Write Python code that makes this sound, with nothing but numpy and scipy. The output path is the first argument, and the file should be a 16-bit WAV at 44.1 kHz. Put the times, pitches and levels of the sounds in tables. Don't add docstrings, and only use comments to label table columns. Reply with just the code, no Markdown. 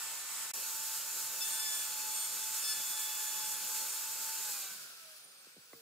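import sys
import numpy as np
from scipy import signal
from scipy.fft import rfft, irfft, next_fast_len
from scipy.io import wavfile
from scipy.ndimage import uniform_filter1d, map_coordinates

SR = 44100
rng = np.random.default_rng(int(sys.argv[2]) if len(sys.argv) > 2 else 0)


def store_wav(level_fs):
    pcm = np.round(np.clip(np.atleast_2d(level_fs), -1, 1) * 32767)
    wavfile.write(sys.argv[1], SR, pcm.T.astype(np.int16))


def rack_gain(trim_db):
    fader = np.asarray(trim_db, float)
    return 10 ** (fader / 20)


N = 256215

SCENE_CHANGE_S, FIRST_CUT_S, SWITCH_OFF_S = .53, 1.408, 4.41
TOP_HZ = 15680
# (time [s], edge rate = twice shaft speed [Hz], hum level [dB])
SPEED = [(0.0, 883, -69), (0.04, 886.9, -60.5), (0.32, 888.6, -67), (0.78, 880, -59), (1.11, 882.7, -62.5),
         (1.53, 880.7, -57), (1.81, 862.5, -61.5), (2.06, 863.6, -54), (2.3, 869, -60), (2.57, 873.5, -55),
         (2.63, 874, -69), (2.73, 865.8, -61.5), (3.54, 862.6, -54.5), (3.61, 862.8, -58), (3.85, 870, -55),
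         (3.92, 872.2, -65), (3.95, 873, -56.5), (4.4, 883, -57)]
# (time [s], share of the far colour [0-1])
AWAY = [
    (4.66, 0.03),
    (4.9, 0.97),
]


def unit(x):
    return x / np.sqrt(np.mean(x ** 2) + 1e-20)


def along(points, hz):
    f, v = np.transpose(points)
    return np.interp(np.log(hz + 1), np.log(f + 1), v)


def curves(rows):
    s, *cols = np.transpose(rows)
    return [np.interp(np.arange(N) / SR, s, c) for c in cols]


def wobble(rate):
    coarse = np.arange(0, N + 64, 64)
    knots = rng.standard_normal(int(N * rate / SR) + 4)
    smooth = map_coordinates(knots, [coarse * rate / SR])
    return np.interp(np.arange(N), coarse, smooth)


def filtered(x, response):
    m = next_fast_len(N + SR // 2)
    return irfft(rfft(x, m) * response(np.fft.rfftfreq(m, 1 / SR)), m)[..., :N]


def porch(x):
    t60 = 0.18
    t = np.arange(SR // 3) / SR
    tail = uniform_filter1d(rng.standard_normal((2, len(t))), 6, 1) * rack_gain(-60 * t / t60)
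    delayed = np.pad(x, (300, 0))[None]
    return signal.fftconvolve(delayed, tail / np.linalg.norm(tail[0]), axes=1)[:, :N]


def knocks():
    # (time [s], peak level [dB], pitch [Hz], t60 [s], brightness [dB])
    landings = [
        (5.468, -55.5, 750, 0.043, -30),
        (5.565, -54.5, 750, .07, -30),
        (5.580, -57, 500, 0.051, -30),
        (5.597, -63, 600, .02, -30),
        (5.7316, -44.5, 900, 0.032, -0.5),
        (5.735, -54, 550, .05, -20),
        (5.749, -58, 453, 0.045, -30),
    ]
    out, t = np.zeros(N + SR), np.arange(SR // 4) / SR
    for s, db, hz, t60, bright_db in landings:
        thud = np.sin(2 * np.pi * hz * (0.202 * t + 0.00322 * (1 - np.exp(-t / 0.0039))))
        plastic = np.sin(2 * np.pi * 2050 * t) + 1.0 * np.sin(2 * np.pi * 1100 * t)
        click = rack_gain(bright_db - 60 * t / 0.029) * plastic
        attack = 1 - np.exp(-t / .0013)
        out[round(s * SR):][:len(t)] += rack_gain(db + 2.5 - 60 * t / t60) * attack * (thud + click)
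    return out[:N]


def housing(hz):
    # (centre [Hz], width [Hz], lift [dB])
    resonances = [(1081, 20, 3.5), (1533, 95, 4), (2644, 84, 4.5), (4430, 92, 4), (5880, 130, 3),
                  (9600, 69, -1), (15700, 160, 5)]
    return rack_gain(sum(db / (1 + (2 * (hz - centre) / width) ** 2) for centre, width, db in resonances))


def levels():
    # (time [s], level [dB])
    airflow = [(0, -40.5), (1.33, -41), (1.49, -38.5), (1.6, -40), (1.76, -39.5), (1.98, -41), (2.19, -40),
               (2.51, -40.5), (2.67, -39.5), (3.68, -40), (4.52, -40.5), (4.61, -42), (4.77, -49.5),
               (4.92, -54), (5.09, -56.5), (5.38, -60), (5.59, -62.5), (5.81, -61.5)]
    full_flow_db, casing_lag_s = -40.5, .04
    flow_db, = curves(airflow)
    change = flow_db - full_flow_db
    late = np.interp(np.arange(N) - casing_lag_s * SR, np.arange(N), change)
    early = np.arange(N) / SR < SCENE_CHANGE_S
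    rumble_db = -69.5 + 0.44 * change
    casing_db = -48 + 0.7 * late
    air_db = flow_db + early * -2.5
    return rumble_db, casing_db, air_db


def rush(spectrum, alike, patchy_db):
    z = signal.stft(rng.standard_normal((2, N)), nperseg=512)[2]
    patches = rng.standard_normal(z.shape[1:])
    patches = uniform_filter1d(uniform_filter1d(patches, 3, 0), 10, 1)
    pair = signal.istft(z * rack_gain(patchy_db * unit(patches)), nperseg=512)[1][:, :N]

    def response(hz):
        turn = np.arccos(np.clip(along(alike, hz), -1, 1)) / 2
        return rack_gain(along(spectrum, hz)) * housing(hz) * [np.cos(turn), np.sin(turn)]

    mid, side = filtered(pair, response)
    return unit(np.array([mid + side, mid - side]))


def roar():
    # (frequency [Hz], level [dB])
    rumble_colour = [(18, -62), (30, -37.5), (134, -2.5), (314, -4.5), (431, 0), (481, -2.5), (575, 0),
                     (707, -6.5), (800, 1), (1040, -32), (1760, -120)]
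    # (frequency [Hz], level [dB])
    casing_colours = [
        [(290, -36), (500, -18), (820, -6), (1010, -4.5), (1400, -0.5), (1650, -9.5), (1900, -6.5), (2140, -4),
         (5600, -4), (7280, -33), (12300, -120)],
        [(290, -33), (500, -15), (800, -14.5), (950, -9), (1450, -3), (1880, -11), (2350, -6.5), (3210, -6),
         (4400, -3.5), (5600, -4.5), (7280, -36), (12300, -120)],
        [(290, -57), (500, -29), (625, -19), (719, -21.5), (1230, -11), (1310, -4.5), (2080, -12.5), (2350, -7),
         (2870, -9.5), (4390, -7), (5600, -15), (7280, -47), (12300, -120)],
    ]
    # (frequency [Hz], level [dB])
    air_colours = [
        [(2940, -52), (5000, -10.5), (6410, -7.5), (6960, 0), (7510, -4.5), (7880, 0.5), (9360, -8.5),
         (10900, -6), (11900, -10.5), (14100, -5.5), (15700, -16.5)],
        [(2940, -39.5), (5000, -8.5), (5400, -10), (5880, -5.5), (6230, -5.5), (6990, -0.5), (9270, -7),
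         (12000, -6), (13300, -4.5), (15700, -11.5)],
        [(2940, -40), (5000, -5), (5640, -8.5), (7510, -9.5), (9540, -7.5), (10400, -10), (11200, -13.5),
         (13900, -11), (15700, -15)],
    ]
    # (frequency [Hz], left-right likeness [-1 to 1])
    likeness = [
        [(100, .998), (600, .98), (850, .8), (1150, .95), (2000, .7), (2750, 0), (3250, .7), (4250, .4),
         (5500, -.2), (7500, .45), (9500, .3), (12000, -.2), (15000, 0)],
        [(100, .992), (600, .96), (1150, .8), (1900, .5), (2300, .87), (4200, .7), (4700, 0), (6300, -.1),
         (6800, .6), (8700, .75), (10500, .1), (12200, .1), (13000, .65), (15500, .15)],
        [(100, .99), (600, .97), (1150, .6), (1750, .55), (2300, .4), (3000, .15), (3700, .2), (5200, .15),
         (6700, .3), (8700, .2), (14500, .1)],
    ]
    far_lag = 7
    rumble_db, casing_db, air_db = levels()
    away = np.clip(curves(AWAY)[0], 0, 1)
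    early = np.arange(N) / SR < SCENE_CHANGE_S

    def blend(colours, patchy_db):
        first, near, far = (rush(c, a, patchy_db) for c, a in zip(colours, likeness))
        far = np.array([far[0], np.roll(far[1], far_lag)])
        return early * first + ~early * np.sqrt(1 - away) * near + np.sqrt(away) * far

    gust = .5 * wobble(9) + 0.68 * wobble(23.01)
    air = rack_gain(air_db + 2.05 + gust + 0.22 * wobble(30)) * blend(air_colours, 0.98)
    casing = rack_gain(casing_db + 0.72 + .5 * gust) * blend(casing_colours, 1.2)
    rumble_gain = rack_gain(rumble_db + 2.5 + 1.3 * wobble(14) + 1.25 * wobble(5.2))
    rumble = rumble_gain * rush(rumble_colour, likeness[1], patchy_db=1.5)
    return air + casing + rumble


def edge_phase():
    coast_s, drag_hz = 1.84, 78
    powered = curves(SPEED)[0]
    since = np.maximum(np.arange(N) / SR - SWITCH_OFF_S, 0)
    hz = drag_hz + (powered - drag_hz) * np.exp(-since / coast_s)
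    return 2 * np.pi * np.cumsum(hz * (1 + 0.000595 * wobble(40))) / SR, hz


def tone(phase, hz, overtone, db, shake_db, shake_rate):
    aim = {1: (-.2, .1, 0), 2: (-.7, .3, -2.), 3: (.1, .15, -.5), 4: (.5, .4, .7), 5: (0, .3, 0),
           6: (2.1, .25, 3.), 8: (.65, .5, 1.8), 10: (0, .25, 0), 12: (-1.2, .6, 0), 14: (-1., .5, -3.),
           16: (-.3, .6, 0), 32: (-.4, .6, -2.)}
    lead, drift, lean_db = aim.get(overtone, (0, .7, 0))
    ears = np.array([[.5], [-.5]])
    turn = lead + drift * wobble(5.01)
    gain = (overtone * hz < TOP_HZ) * np.sqrt(2) * rack_gain(db + shake_db * wobble(shake_rate))
    gain = gain / np.maximum(abs(np.cos(turn / 2)), .55)
    return gain * rack_gain(lean_db * ears) * np.sin(overtone * phase + turn * ears)


def coasting(hz):
    # (centre [Hz], width [Hz], level [dB])
    body = [(462, 20, -65.5), (500, 40, -82), (556, 50, -80), (630, 45, -68), (700, 70, -80),
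            (790, 50, -67), (1320, 90, -64), (1420, 90, -66), (1530, 150, -60), (1700, 80, -66)]
    between = rack_gain(-91)
    return between + sum(rack_gain(db) / (1 + (2 * (hz - centre) / width) ** 2) ** 2 for centre, width, db in body)


def motor(phase, hz):
    second_hum = (-62, -66, -71)
    # (overtone, level against the casing noise [dB], change when away [dB])
    rotor_tones = [(3, -20, -8), (5, -20, -8)]
    # (frequency [Hz], level [dB])
    blades = [(7200, -79), (8500, -70), (10000, -65), (11200, -77), (14000, -74), (14500, -71),
              (15200, -69), (16000, -78)]
    blade_overtones = (16, 32)
    hum_holds_s, hum_dies_db_per_s = .11, 220
    t = np.arange(N) / SR
    away = np.clip(curves(AWAY)[0], 0, 1)
    casing_db = levels()[1]
    second_db = np.take(second_hum, 1 * (t > SCENE_CHANGE_S) + (t > FIRST_CUT_S))
    fade_db = hum_dies_db_per_s * np.maximum(t - SWITCH_OFF_S - hum_holds_s, 0)
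    out = np.zeros((2, N))
    for k, db in enumerate((curves(SPEED)[1], second_db), 1):
        hum_gain = rack_gain(db - fade_db) + (t > SWITCH_OFF_S) * coasting(k * hz)
        out += hum_gain * tone(phase, hz, k, 0, shake_db=2.0, shake_rate=21)
    for k, db, far_db in rotor_tones:
        out += tone(phase, hz, k, casing_db + db + away * far_db, shake_db=3.5, shake_rate=15)
    for k in blade_overtones:
        out += tone(phase, hz, k, along(blades, k * hz), shake_db=4.0, shake_rate=60)
    return out


def bit(phase, hz):
    # (time [s], depth as level of overtone 4 [dB], shrillness as gain up to overtone 10 [dB])
    bite = [(1.41, -43.5, -3), (1.5, -54, 9), (1.64, -47.5, 1), (1.76, -52.5, 7), (2.04, -64.5, 9),
            (2.2, -52.5, 12), (2.36, -65, 12), (2.44, -53, -2), (2.52, -70, 13), (2.68, -45.5, 5.5),
            (2.84, -54, -4), (2.93, -49.5, 5), (3.06, -50, -10), (3.3, -56.5, -9), (3.47, -53.5, 0),
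            (3.62, -60.5, 0), (3.9, -65, 16), (4.12, -75, 3)]
    bite_overtones = (4, 8, 10, 12, 14)
    bite_levels = (0, -10, -0.5, -15, -13)
    squeal_overtones = (2, 3, 5, 6, 8, 12, 21)
    # (time [s], level [dB], length [s])
    squeals = [
        [(1.48, -61, .08), (1.72, -55, .24), (2.73, -56, 0.13), (3.0, -56.5, 0.097), (3.25, -62, .3),
         (3.57, -62.5, .08)],
        [(1.44, -52, .06), (2.05, -62, 0.046), (2.665, -56, .06), (3.12, -64, .1), (4.6, -66, 0.17)],
        [(1.98, -60, .3), (2.2, -55, .09), (2.705, -47, .09), (3.8, -60, .08), (4.62, -59, .12)],
        [(1.43, -48, .03), (1.59, -53, .04), (1.68, -51, .13), (2.69, -44, .09), (3.44, -59, .14)],
        [(1.73, -53.5, .2), (2.0, -57, .32), (2.86, -55.5, .12), (3.33, -54, .22), (3.56, -58, .1)],
        [(2.7, -52, .07), (3.01, -52, .09), (3.57, -51, .09)],
        [(5.74, -73, .2)],
    ]
    t = np.arange(N) / SR
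    cutting = (t > FIRST_CUT_S) & (t < bite[-1][0])
    depth_db, shrill_db = curves(bite)
    out = np.zeros((2, N))
    for k, db in zip(bite_overtones, bite_levels):
        tilt = min(np.log(k / 4) / np.log(10 / 4), 1)
        out += cutting * tone(phase, hz, k, depth_db + tilt * shrill_db + db, shake_db=1.7, shake_rate=45)
    for k, rows in zip(squeal_overtones, squeals):
        swell = np.zeros(N)
        for s, db, span in rows:
            near = slice(round((s - span) * SR), round((s + span) * SR))
            swell[near] += rack_gain(db - 6 * (2 * (t[near] - s) / span) ** 2)
        out += swell * tone(phase, hz, k, 0, shake_db=2.5, shake_rate=70)
    return out


def scene():
    phase, hz = edge_phase()
    bumps = knocks()
    return roar() + motor(phase, hz) + bit(phase, hz) + bumps + rack_gain(-19.5) * porch(bumps)


def low_pass(x):
    return signal.sosfilt(signal.butter(12, 16410, fs=SR, output="sos"), x)


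def record(dry):
    # (frequency [Hz], left minus right [dB])
    lean = [(1000, -0.5), (4400, 0.6), (8000, -0.5), (14000, -4)]
    # (time [s], gain [dB], gain of the dull remnant [dB])
    mute = [
        (.5143, 0, -60),
        (.5150, -16, -6),
        (.5240, -36, -17),
        (.5255, -62, -28),
        (.5310, -55, -29),
        (.5335, -31, -32),
        (.5358, -15, -60),
        (.5364, -4, -60),
        (.5385, 0, -60),
    ]

    def microphones(hz):
        sides = rack_gain(along(lean, hz) * np.array([[.5], [-.5]]))
        treble_end = np.clip((TOP_HZ - hz) / 40, 0, 1)
        bass_cut = 1 + (55 / (hz + 1)) ** 3
        return sides * treble_end / bass_cut

    heard = filtered(dry, microphones)
    dull = filtered(heard, lambda hz: np.exp(-(np.log((hz + 1) / 2300) / .3) ** 2))
    gain_db, remnant_db = curves(mute)
    return low_pass(heard * rack_gain(gain_db) + dull * rack_gain(remnant_db))


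dry = scene()
out = record(dry)
store_wav(out)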